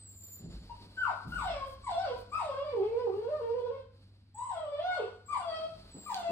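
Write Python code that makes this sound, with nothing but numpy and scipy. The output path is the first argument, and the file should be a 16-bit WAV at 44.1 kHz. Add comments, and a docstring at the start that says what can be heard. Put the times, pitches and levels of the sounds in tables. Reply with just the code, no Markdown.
"""A bare room with a hard floor: a puppy, held up near a phone, whimpers into two close microphones.
Each cry, a near-pure tone with weak overtones and breath, slides from a squeal to a moan that wavers.
Thin nasal whistles, air-jet tones in their own hiss, sound around the cries; echoes smear the slides.
Sine tones make the hum under it; shaped noise makes the still air, the rustle of fur, soft handling
bumps with deep booms, the puppy's sniffs, a faint click and, near the end, a sharp tick."""
import sys
import numpy as np
from scipy import signal
from scipy.fft import rfft, irfft, next_fast_len
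from scipy.io import wavfile
from scipy.ndimage import uniform_filter1d

SR = 44100
rng = np.random.default_rng(int(sys.argv[2]) if len(sys.argv) > 2 else 0)


def generate_wav(signal):
    """Clip the signal to [-1, 1] and save it as 16-bit WAV at the path in sys.argv[1]."""
    frames = np.transpose(np.atleast_2d(signal))
    scaled = np.clip(frames, -1, 1) * 32767
    pcm = np.round(scaled).astype(np.int16)
    wavfile.write(sys.argv[1], SR, pcm)


N = 278271
TIME = np.arange(N) / SR  # s
EDGE_HZ = 15900  # top of the phone's band


def gain_of(db):
    """Decibels to amplitude."""
    return 10 ** (np.asarray(db) / 20)


def evened(x):
    """Scales to rms 1."""
    return x / np.sqrt(np.mean(x ** 2) + 1e-20)


def read(points, hz):
    """A spectrum table, joined on a log-frequency axis."""
    f, value = np.transpose(points)
    return np.interp(np.log(hz + 1), np.log(f + 1), value)


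def follow(rows):
    """The columns of a curve table at every sample."""
    s, *columns = np.transpose(rows)
    return [np.interp(TIME, s, column) for column in columns]


def eased(x, half, steepness):
    """Moves smoothly from 0 to 1, half-way at the given age or frequency."""
    return 1 - 1 / (1 + (np.maximum(x, 0) / half) ** steepness)


def gate(age, length, rise, fall):
    """Opens softly at age zero and has closed to half amplitude at the given length."""
    opening = np.clip(age / rise, 0, 1) * np.clip((length + fall / 2 - age) / fall, 0, 1)
    return np.sin(np.pi / 2 * opening) ** 2


def swell(s, db, rise, t60):
    """The level of a soft blow: a straight rise, then an even decay."""
    age = np.maximum(TIME - s, 0)
    decay = np.exp(-np.log(1000) * np.maximum(age - rise, 0) / t60)
    return np.minimum(age / rise, 1) * gain_of(db) * decay


def waver(rate_hz):
    """Slow chance of rms 1, fading out above the given rate."""
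    count = 8192
    hz = np.fft.rfftfreq(count, N / SR / count)
    slow = irfft(rfft(rng.standard_normal(count)) / (1 + (hz / rate_hz) ** 4))
    return np.interp(TIME, np.linspace(0, N / SR, count), evened(slow))


def shaped(x, gain):
    """Filters by a gain that is a function of frequency."""
    size = next_fast_len(N + 4096)
    return irfft(rfft(x, size) * gain(np.fft.rfftfreq(size, 1 / SR)), size)[..., :N]


def coloured(points):
    """One-channel noise of rms 1 with the colour of a spectrum table."""
    return evened(shaped(rng.standard_normal(N), lambda f: gain_of(read(points, f))))


# Chosen left-right likeness of the scattered sound by band; near 8 kHz it is mono.
# Each row: frequency in Hz, likeness before the bass is drawn together (1 = the same).
LIKENESS = [(400, 0.43), (650, 0.089), (1300, 0.18), (2500, 0.19), (4500, 0.38), (8000, 1), (14000, 0.61)]


def diffuse(a, b, hz):
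    """Scattered sound at two microphones: their spacing matters little in the bass, so it is alike there."""
    above_bass = hz ** 2 / (hz ** 2 + 480 ** 2)
    same = 1 - (1 - np.clip(read(LIKENESS, hz), -1, 1)) * above_bass
    mid, side = a * np.sqrt((1 + same) / 2), b * np.sqrt((1 - same) / 2)
    return np.array([mid + side, mid - side])


def noise(gain):
    """Diffuse stereo noise of rms 1 and a given colour."""
    size = next_fast_len(N)
    hz = np.fft.rfftfreq(size, 1 / SR)
    scattered = diffuse(*rfft(rng.standard_normal((2, size))), hz)
    return evened(irfft(scattered * gain(hz), size)[:, :N])


def ports(x, lag):
    """A near sound reaches the left microphone first, the right one a moment (s) later."""
    return np.array([x, shaped(x, lambda f: np.exp(-2j * np.pi * f * lag))])


# Hum of an appliance, lowest tone first. Each row: frequency in Hz, level in dB before HUM_LEVEL.
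HUM = [(98.8, -57), (199.3, -77), (298.5, -86.5)]
# The hum changes as the phone moves through the room's standing waves.
# Each row: time in seconds, change of the lowest tone in dB, change of the overtones in dB.
HUM_LEVEL = [(0, -2, 4), (2.4, -0.5, 9), (3.8, -2, 2.5), (4.5, -5, -6.5), (5.8, -5.5, 9.5), (6.3, -23, 14)]
# Colour of the room's still air. Each row: frequency in Hz, relative density in dB per Hz.
AIR = [(15, -62), (32, -45), (55, -5.5), (85, 1), (130, -15), (250, -13), (500, -39.5), (1000, -40.5),
       (2000, -37), (4200, -44), (6500, -62.5), (9000, -65.5), (12000, -79), (15000, -80)]


def background(air_db=-64, wander_s=.00008):
    """Steady hum tones, slightly wandering in time, and the diffuse noise of still air."""
    drift = TIME + wander_s * waver(0.9)
    base, *overtones = [np.sqrt(2) * gain_of(db) * np.sin(2 * np.pi * (hz * drift + rng.random()))
                        for hz, db in HUM]
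    base_db, overtones_db = follow(HUM_LEVEL)
    hum = gain_of(base_db) * base + gain_of(overtones_db) * sum(overtones)
    return hum + gain_of(air_db) * noise(lambda f: gain_of(read(AIR, f)))


# Fur and sleeve rubbing near the microphones. Each row: time in seconds, relative level in dB.
RUSTLE = [(0, -64.5), (.2, -71), (.6, -61), (1.2, -62.5), (1.65, -62.5), (1.95, -66), (2.2, -62),
          (2.32, -67), (2.5, -68.5), (2.85, -66), (3.05, -64.5), (3.6, -65), (3.88, -78.5), (4.0, -70.5),
          (4.15, -74), (4.25, -78), (5.15, -73.5), (5.65, -62), (6.31, -61.5)]
# Colour of the rubbing. Each row: frequency in Hz, relative density in dB per Hz.
RUSTLE_COLOUR = [(300, 7), (1000, -2), (2000, -7), (3400, -4.5), (4500, 4), (6300, -18), (8500, -14.5),
                 (10500, -16.5), (12300, -30.5), (14500, -22), (16000, -38.5)]


def rustle(level_db=1, uneven_db=1.5, lag=0.00013, scattered_db=-7):
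    """Fur rubs close to the microphones, so most of it arrives by the straight path."""
    close = ports(coloured(RUSTLE_COLOUR), lag)
    scattered = gain_of(scattered_db) * noise(lambda f: gain_of(read(RUSTLE_COLOUR, f)))
    level = follow(RUSTLE)[0] + level_db + uneven_db * waver(17.8)
    return gain_of(level) * (close + scattered)


# Thin nasal whistles, each easing towards its last pitch. Each row: start in seconds, length in seconds,
# attack in seconds, first pitch in Hz, last pitch in Hz, time to half-way in seconds,
# relative level in dB, grip of the voice on it from 0 to 1.
WHISTLES = [ (0.0, 0.38, 0.0014, 8160, 7080, 0.075, -53, 0.1),
            (0.923, 0.19, 0.075, 7850, 7300, 0.066, -70, 0.1),
            (1.308, 0.14, 0.099, 8100, 7500, 0.1, -54.5, 0.5),
            (1.814, 0.12, 0.039, 7970, 7710, 0.11, -60.5, 0.7),
            (2.289, 0.19, 0.044, 7530, 8340, 0.086, -63, 1),
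            (4.342, 0.2, 0.0085, 7760, 8060, 0.1, -55.5, 0.46),
            (5.258, 0.16, 0.0047, 7560, 8270, 0.065, -59, 1),
            (5.902, 0.25, 0.029, 7980, 7340, 0.077, -54.5, 1), ]
# A whistle's octave is strong below 14 kHz and fades steeply as its pitch rises.
# Each row: frequency of the octave in Hz, level in dB against the whistle.
WHISTLE_OCTAVE = [(13900, 17), (14330, -2), (14600, -10), (14900, -10), (15300, -19.5), (16200, -49)]


def whistles(swing, jitter=0.0034, voiced_jitter=0.0084, drift=0.0029, flutter_db=3.0, depth=0.88, bend=0.8,
             air_db=-21, air_hz=8900, air_width_hz=1400, low_hz=6600):
    """A thin air-jet tone in its own hiss; the swinging folds unsettle it and give it side bands."""
    out = np.zeros(N)
    voiced = uniform_filter1d(abs(swing), size=400)
    wobble = 1 + (jitter + voiced_jitter * voiced) * waver(100) + drift * waver(24)
    air_band = lambda f: np.exp(-((f - air_hz) / air_width_hz) ** 2)
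    air = gain_of(air_db) * evened(shaped(rng.standard_normal(N), air_band))
    for start, length, attack, first_hz, last_hz, half, db, grip in WHISTLES:
        opening = gate(TIME - start, length, attack, fall=0.051)
        on = opening > 0
        hz = first_hz + (last_hz - first_hz) * eased(TIME[on] - start, half, steepness=2)
        phase = 2 * np.pi * np.cumsum(hz * wobble[on]) / SR + bend * grip * swing[on]
        octave = gain_of(read(WHISTLE_OCTAVE, 2 * hz)) * np.sin(2 * phase)
        jet = np.sin(phase) + air[on] + octave
        out[on] += gain_of(db) * opening[on] * jet * (1 + depth * grip * swing[on])
    return shaped(out * gain_of(flutter_db * waver(60)), lambda f: eased(f, low_hz, steepness=53))


# Soft bumps of handling and paws. Each row: start in seconds, level in dB before the scuffing,
# rise in seconds, t60 in seconds, low edge in Hz, top edge in Hz.
BUMPS = [(0.387, -44.5, 0.065, 0.74, 113, 250), (0.79, -54.5, 0.03, 0.39, 120, 292),
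         (1.248, -42.5, 0.019, 0.94, 119, 175), (3.16, -51, 0.0037, 0.13, 180, 353),
         (5.681, -58.5, 0.048, 0.95, 80, 130), (5.939, -46.5, 0.012, 0.3, 197, 460),
         (6.284, -37.5, 0.022, 1, 418, 484)]
# Deep booms close to some of the bumps. Each row: start in seconds, level in dB, t60 in seconds.
BOOMS = [(0.391, -49, 1.3), (1.24, -47, 3), (5.72, -61, 0.59)]


def bumps(boom_hz=52, boom_octaves=0.31, boom_rise=0.14, rumble_db=-73,
          ring_hz=172, ring_width_hz=22, ring_db=8, grain_db=-1.0):
    """Dull, scuffing thuds that stir one low resonance, with deep booms over a constant faint rumble."""
    boom = gain_of(rumble_db) + sum(swell(s, db, boom_rise, t60) for s, db, t60 in BOOMS)
    out = boom * noise(lambda f: np.exp(-(np.log2((f + 1) / boom_hz) / boom_octaves) ** 2 / 2))
    scuff = gain_of(grain_db * waver(24))
    for s, db, rise, t60, low_hz, top_hz in BUMPS:
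        def thud_gain(f):
            ring = gain_of(ring_db / (1 + ((f - ring_hz) / ring_width_hz) ** 2))
            return ring * f ** 2 / (low_hz ** 2 + f ** 2) / (1 + (f / top_hz) ** 3.17)
        out += noise(thud_gain) * scuff * swell(s, db, rise, t60)
    return out


# Colour of the overtones through the nose, and with the mouth open; also of the breath.
# Each row: frequency in Hz, relative level in dB.
THROAT = [(900, 27), (1450, 8.5), (1750, 14), (2250, 10), (3000, 10), (3800, 4.5), (4600, 5), (5400, -3),
          (6400, -15.5), (8500, -13), (10000, -23), (12000, -46)]
USUAL_HZ = 650  # pitch at which the mouth's resonances stand where listed


def throat_db(f, pitch_hz, mouth, lower_hz, lower_db, upper_hz, upper_db,
              rise=0.2, width_hz=190, brighten_db=8.5):
    """Overtones tilt up (dB per octave) and two mouth resonances rise (octaves) per octave of pitch."""
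    strain = np.log2(pitch_hz / USUAL_HZ)  # octaves
    peak = lambda hz: 1 / (1 + ((f - hz * 2 ** (rise * strain)) / width_hz) ** 2)
    tilt = brighten_db * strain * np.log2(f / lower_hz)
    return read(THROAT, f) + tilt + mouth * (lower_db * peak(lower_hz) + upper_db * peak(upper_hz))


def hiss(swing, low_hz=900):
    """Air escapes in a puff each time the folds part."""
    puffs = rng.standard_normal(N) * (1 + swing)
    return evened(shaped(puffs, lambda f: gain_of(read(THROAT, f)) * f ** 2 / (f ** 2 + low_hz ** 2)))


def nose(x, ring_hz=1458, ring_width_hz=55, ring_db=5, dip_hz=1850, dip_width_hz=190, dip_db=-4.0, low_hz=335):
    """The nasal passage rings in one band and swallows the next; so small a head gives off little bass."""
    def passage(f):
        ring = ring_db / (1 + ((f - ring_hz) / ring_width_hz) ** 2)
        dip = dip_db * np.exp(-((f - dip_hz) / dip_width_hz) ** 2)
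        return gain_of(ring + dip) * eased(f, low_hz, steepness=10.5)
    return shaped(x, passage)


def gesture(cry, moan, sliding_rough=0.5, slide_octaves_per_s=10):
    """One cry's controls: the squeal slides into the moan as the mouth opens; fast slides set the roughness."""
    start, length, attack, first_hz, top_hz, climb, slide, steepness, *squeal = cry[:-4]
    opening = gate(TIME - start, length, attack, fall=0.067)
    on = opening > 0
    age = TIME[on] - start
    settled = eased(age - climb, slide, steepness)
    squeal_hz = first_hz + (top_hz - first_hz) * np.sin(np.pi / 2 * np.minimum(age / climb, 1))
    controls = []
    for high, low in zip([squeal_hz, *squeal], follow(moan)):
        controls.append((1 - settled) * high + settled * uniform_filter1d(low[on], size=500))
    hz, tone_db, octave_db, upper_db, held = controls
    sliding = np.tanh(abs(np.gradient(np.log2(hz))) * SR / slide_octaves_per_s)
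    rough = uniform_filter1d(held + (sliding_rough - held) * sliding, size=1000)
    return on, opening[on], hz, tone_db, octave_db, upper_db, np.clip(rough, 0, 1), settled


# Each cry opens with a squeal that moves to a second pitch, then slides to a moan. Each row: start in seconds,
# length in seconds, attack in seconds, first pitch in Hz, second pitch in Hz, time between them in seconds,
# time to half-way down in seconds, steepness of the slide; the squeal's relative levels in dB of fundamental,
# octave and higher overtones, its roughness from 0 to 1; then the lower mouth resonance at the usual pitch
# in Hz, its height in dB, the upper one in Hz, its height in dB.
CRIES = [ (0.694, 0.0067, 0.0052, 896, 974, 0.017, 0.03, 2.2, -33.5, -70, -52, 0.3, 3200, 0, 4470, 0),
         (0.966, 0.16, 0.016, 1559, 1528, 0.021, 0.086, 3.08, -35, -54.5, -62.5, 0.05, 3000, -22, 4000, 7),
         (1.314, 0.39, 0.013, 1372, 1482, .03, 0.064, 2.7, -40.5, -55.5, -57, 0.15, 3400, 14, 5370, 13),
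         (1.833, 0.35, 0.014, 1145, 1115, 0.013, 0.038, 3.25, -45, -58, -64.5, 0, 3430, 8, 4630, 7.5),
         (2.314, 1.485, 0.012, 1055, 1291, .045, 0.043, 3.37, -35.5, -48.5, -56, 0.2, 3460, 5.5, 4680, 5.5),
         (4.342, 0.74, 0.022, 834.4, 1031, .115, .058, 3.2, -42.5, -67.5, -65, .8, 3250, 12.5, 4130, 2),
         (5.273, 0.4, 0.052, 1167, 1193, 0.032, 0.052, 3.2, -32, -47.5, -54, 0.22, 3280, 14, 4410, 11.5),
         (6.058, 0.25, 0.01, 1187, 1175, 0.003, 0.04, 2.47, -43.5, -56, -65, 0.35, 3460, 9.5, 4160, 1), ]
# The moan each cry settles into, one list per cry in the same order. Each row: time in seconds, pitch in Hz,
# relative levels in dB of fundamental, octave and higher overtones, roughness from 0 to 1.
MOANS = [
    [(.72, 910, 2, -75, -76, 0.4)],
    [(1.07, 475, -29, -56, -53, 0.5), (1.11, 417, -43, -42, -54, .7)],
    [(1.46, 613.6, -37, -51.5, -49, 0.1), (1.51, 610.4, -37, -72, -44, 0.5),
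     (1.55, 542, -45, -51.5, -53, 0.3), (1.62, 526, -51.5, -40.5, -59, 0.1),
     (1.68, 524.4, -43, -56.5, -61.5, 0.18)],
    [(1.92, 656.4, -31, -56, -45.5, 0), (1.955, 669.5, -29.5, -61, -49.5, 0),
     (2, 746.6, -36.5, -56, -51.5, 0.2), (2.035, 773, -32, -45, -48.5, 0.3),
     (2.075, 548, -36, -50.5, -48, 0.4), (2.125, 487.7, -35.5, -51, -58.5, 0.54),
     (2.21, 500.4, -40.5, -49, -75, 0.2)],
    [(2.45, 573.9, -39, -62, -52.5, 0.28), (2.51, 512, -36, -43.5, -56.5, 0.4),
     (2.58, 541.4, -34.5, -42.5, -53.5, 0.16), (2.66, 593.7, -37.5, -51.5, -57.5, 0.1),
     (2.7, 586, -43, -55.5, -52, 0.1), (2.755, 431.4, -27, -48.5, -66, 0.5),
     (2.8, 368.6, -33.5, -46.5, -66, 0.6), (2.835, 424.7, -33.5, -50.5, -58.5, 0.6),
     (2.9, 437.6, -28.5, -51.5, -61, 0.34), (2.96, 472.3, -34, -53.5, -64, 0.15),
     (3.01, 499.7, -33, -47.5, -58.5, 0.1), (3.045, 487.8, -31, -56, -70, 0.1),
     (3.08, 388.6, -34, -42.5, -69.5, 0.2), (3.125, 387, -30.5, -51.5, -65, 0.4),
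     (3.18, 430.9, -35.5, -58.5, -68, 0.5), (3.265, 469.2, -39.5, -52.5, -64.5, 0.3),
     (3.305, 617.6, -29.5, -62, -61.5, 0.2), (3.34, 609.4, -39, -46, -60.5, 0.15),
     (3.385, 586.7, -39.5, -51, -64.5, 0), (3.415, 464.5, -33, -49.5, -63.5, 0),
     (3.535, 461.8, -35.5, -50.5, -64, 0), (3.565, 514.7, -33.5, -54, -64.5, 0),
     (3.6, 485.7, -33, -56.5, -64, 0.3), (3.69, 467.5, -32, -49, -62, 0.2),
     (3.72, 545.2, -40, -55.5, -66.5, 0.3), (3.76, 553.3, -41.5, -62.5, -65.5, 0.4),
     (3.8, 517.5, -44, -59.5, -61, 0.5)],
    [(4.59, 617.7, -39.5, -53, -54.5, .25), (4.69, 576.7, -37.5, -50.5, -62.5, 0.12),
     (4.78, 589.7, -34.5, -55, -52, 0.05), (4.82, 680.8, -37, -63, -50.5, .05),
     (4.855, 727.7, -33, -47, -53, 0.05), (4.91, 730.3, -29, -38, -46.5, 0.05),
     (4.957, 717, -39.5, -50.5, -45.5, 0.15), (4.995, 505, -28, -44.5, -54.5, 0.5),
     (5.03, 360.7, -40, -60, -57, 0.9), (5.06, 471, -46, -61, -57, 0.7), (5.085, 482, -41.5, -59, -69, 0.8)],
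    [(5.44, 666.3, -42, -58, -55.5, 0.1), (5.5, 640, -37.5, -54, -47, 0),
     (5.55, 633.6, -37.5, -45.5, -44.5, 0), (5.6, 628.2, -44, -53, -51.5, 0),
     (5.64, 653.6, -36, -54, -54, 0.14), (5.7, 666, -36, -54, -61, 0.4)],
    [(6.16, 702, -39.5, -56.5, -52, 0.1), (6.23, 665.4, -35.5, -61, -51, .1),
     (6.3, 661, -34.5, -58, -50, 0.2)],
]


def cries(jitter=0.027, rasp=0.024, shimmer_db=5.5, fundamental_db=-2, octave_db=-2, upper_db=-2,
          air_share=0.42, airy_above_hz=1150, unrest=0.11, quaver_share=0.008, patchy_db=4.5, stray_rad=0.7):
    """Vocal folds: a quavering tone whose weak overtones turn to hiss as it roughens or climbs; and their swing."""
    voice, swing, leak = np.zeros((3, N))
    wobble = jitter * waver(44) + rasp * waver(198)
    flutter_db, quaver = shimmer_db * waver(44), quaver_share * waver(24)
    order = np.arange(3, 21)[:, None]
    # the folds close unevenly, so each overtone comes and goes and strays on its own
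    patches = gain_of(patchy_db * np.array([waver(20.0) for _ in order]))
    stray = stray_rad * np.array([waver(45.0) for _ in order])
    for cry, moan in zip(CRIES, MOANS):
        on, opening, hz, first, second, upper, rough, settled = gesture(cry, moan)
        unsteady = rough + unrest
        airy = 1 - (1 - np.clip(air_share * rough, 0, 1)) * (1 - eased(hz, airy_above_hz, steepness=5.3))
        # slack folds on the low notes quaver most
        shaken_hz = hz * (1 + unsteady * wobble[on] + quaver[on] * (USUAL_HZ / hz) ** 2)
        phase = 2 * np.pi * np.cumsum(shaken_hz) / SR
        overtone_hz = order * hz
        weights = gain_of(throat_db(overtone_hz, hz, settled, *cry[-4:]))
        weights *= (overtone_hz < EDGE_HZ) * patches[:, on]
        # the overtones above about 2 kHz set the common level
        weights /= np.sqrt((weights ** 2 / (1 + (2000 / overtone_hz) ** 10)).sum(0) + 1e-9)
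        overtones = (weights * np.sin(order * phase + stray[:, on])).sum(0)
        tone = gain_of(first + fundamental_db) * np.sin(phase)
        tone += gain_of(second + octave_db) * np.sin(2 * phase)
        tone += gain_of(upper + upper_db) * np.sqrt(1 - airy) * overtones
        voice[on] += np.sqrt(2) * tone * opening * gain_of(unsteady * flutter_db[on])
        swing[on] += opening * np.cos(phase)
        leak[on] += opening * gain_of(upper) * np.sqrt(airy)
    return nose(voice + leak * hiss(swing)), swing


# The puppy's quick sniffs. Each row: start in seconds, length in seconds, relative level in dB.
SNIFFS = [(1.267, 0.22, -62.5), (1.656, 0.096, -63.5), (2.17, 0.057, -62.5), (2.337, 0.11, -71),
          (6.176, 0.04, -56.5)]
# Colour of the sniffs. Each row: frequency in Hz, relative density in dB per Hz.
SNIFF_COLOUR = [(1000, -23), (4500, -1), (6400, -15), (8300, -12), (10500, -10.5), (12300, -36),
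                (14200, -4), (15800, -26)]


def sniffs(rise=0.015, fall=.05):
    """Short, faint rushes of air through the nose: gated noise."""
    level = sum(gain_of(db) * gate(TIME - s, length, rise, fall) for s, length, db in SNIFFS)
    return level * coloured(SNIFF_COLOUR)


# A faint click, then a sharp tick, as of a claw. Each row: start in seconds, relative level in dB.
TICKS = [(1.912, -43.5), (6.1446, -26.5)]
# Colour of both. Each row: frequency in Hz, relative density in dB per Hz.
TICK_COLOUR = [(500, -17), (2800, -20), (4200, 19), (5200, -4), (6300, 2), (7600, -25), (9500, -5),
               (12000, -14), (15000, -17)]


def ticks(decay=0.0014):
    """Very short bright snaps: noise that starts at once and dies in milliseconds."""
    bursts = sum(gain_of(db) * (TIME >= s) * np.exp(-abs(TIME - s) / decay) for s, db in TICKS)
    return bursts * coloured(TICK_COLOUR)


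def turned_away(x, corner_hz=1100, shadow_db=-4):
    """The puppy faces the room, so its head shades the overtones on the straight path."""
    return shaped(x, lambda f: gain_of(shadow_db * f ** 4 / (f ** 4 + corner_hz ** 4)))


# How long the bare room rings. Each row: frequency in Hz, t60 in seconds.
ROOM = [(300, 0.45), (650, 0.42), (1400, 0.61), (3000, 0.46), (8000, 0.8), (14500, 0.19)]
# First returns from floor and near walls. Each row: delay at the left microphone in seconds,
# delay at the right in seconds, level in dB against the late room.
ECHOES = [(.0043, 0.0061, -33.5), (.0092, 0.0082, -9), (.0147, 0.016, -9.5), (.0213, .021, -4),
          (.031, .0313, -6.5)]


def room(x, first=0.0012, build=0.009):
    """A few distinct echoes, and dense reflections off bare walls, each band dying at its own speed."""
    hz, t, z = signal.stft(rng.standard_normal((2, SR)), SR, nperseg=512)
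    z = diffuse(*z, hz[:, None]) * np.exp(-np.log(1000) * t / read(ROOM, hz)[:, None])
    tail = signal.istft(z, SR, nperseg=512)[1][:, :SR]
    tail *= np.clip((TIME[:SR] - first) / build, 0, 1)
    tail /= np.linalg.norm(tail[0])
    # a sliding cry beats against these echoes and throbs
    for left, right, db in ECHOES:
        tail += gain_of(db) * np.sinc((TIME[:SR] - np.array([[left], [right]])) * SR)
    return signal.fftconvolve(x[None], tail / np.linalg.norm(tail[0]), axes=1)[:, :N]


# Loudness of the puppy, left minus right. Each row: time in seconds, difference in dB before LEAN.
PAN = [(0, 2.5), (1.1, 2.5), (1.6, 2.5), (2.2, 2), (2.8, 2), (3.4, 3), (4.6, 2.5), (5.3, 3), (5.7, 4.5),
       (6.3, 2)]
# Further difference by band, left minus right. Each row: frequency in Hz, difference in dB.
LEAN = [(300, 0.5), (450, -3.5), (700, -1.6), (1200, 4.5), (2200, -2.5), (4000, -4.5), (8000, -2.5)]


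def scene(lag=0.00012, room_lag=0.0001, direct_db=-1, whistle_room_db=-4, tick_room_db=-5):
    """The puppy's sound reaches the left microphone first, then returns from the walls."""
    voice, swing = cries()
    whistle, tick = whistles(swing), ticks()
    direct = ports(turned_away(voice) + whistle + tick + sniffs(), lag)
    # the thin whistles and the short snaps stir the room less
    left, right = room(voice + gain_of(whistle_room_db) * whistle + gain_of(tick_room_db) * tick)
    walls = np.array([left, ports(right, room_lag)[1]])
    sides = np.array([[.5], [-.5]])
    puppy = shaped(gain_of(direct_db) * direct + walls, lambda f: gain_of(sides * read(LEAN, f)))
    return gain_of(sides * follow(PAN)[0]) * puppy + bumps() + rustle() + background()


def record(dry):
    """The phone's band limit: a steep low-pass."""
    low_pass = signal.firwin(511, EDGE_HZ, window=("kaiser", 9), fs=SR)
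    return signal.oaconvolve(dry, low_pass[None], "same")


dry = scene()
out = record(dry)
generate_wav(out)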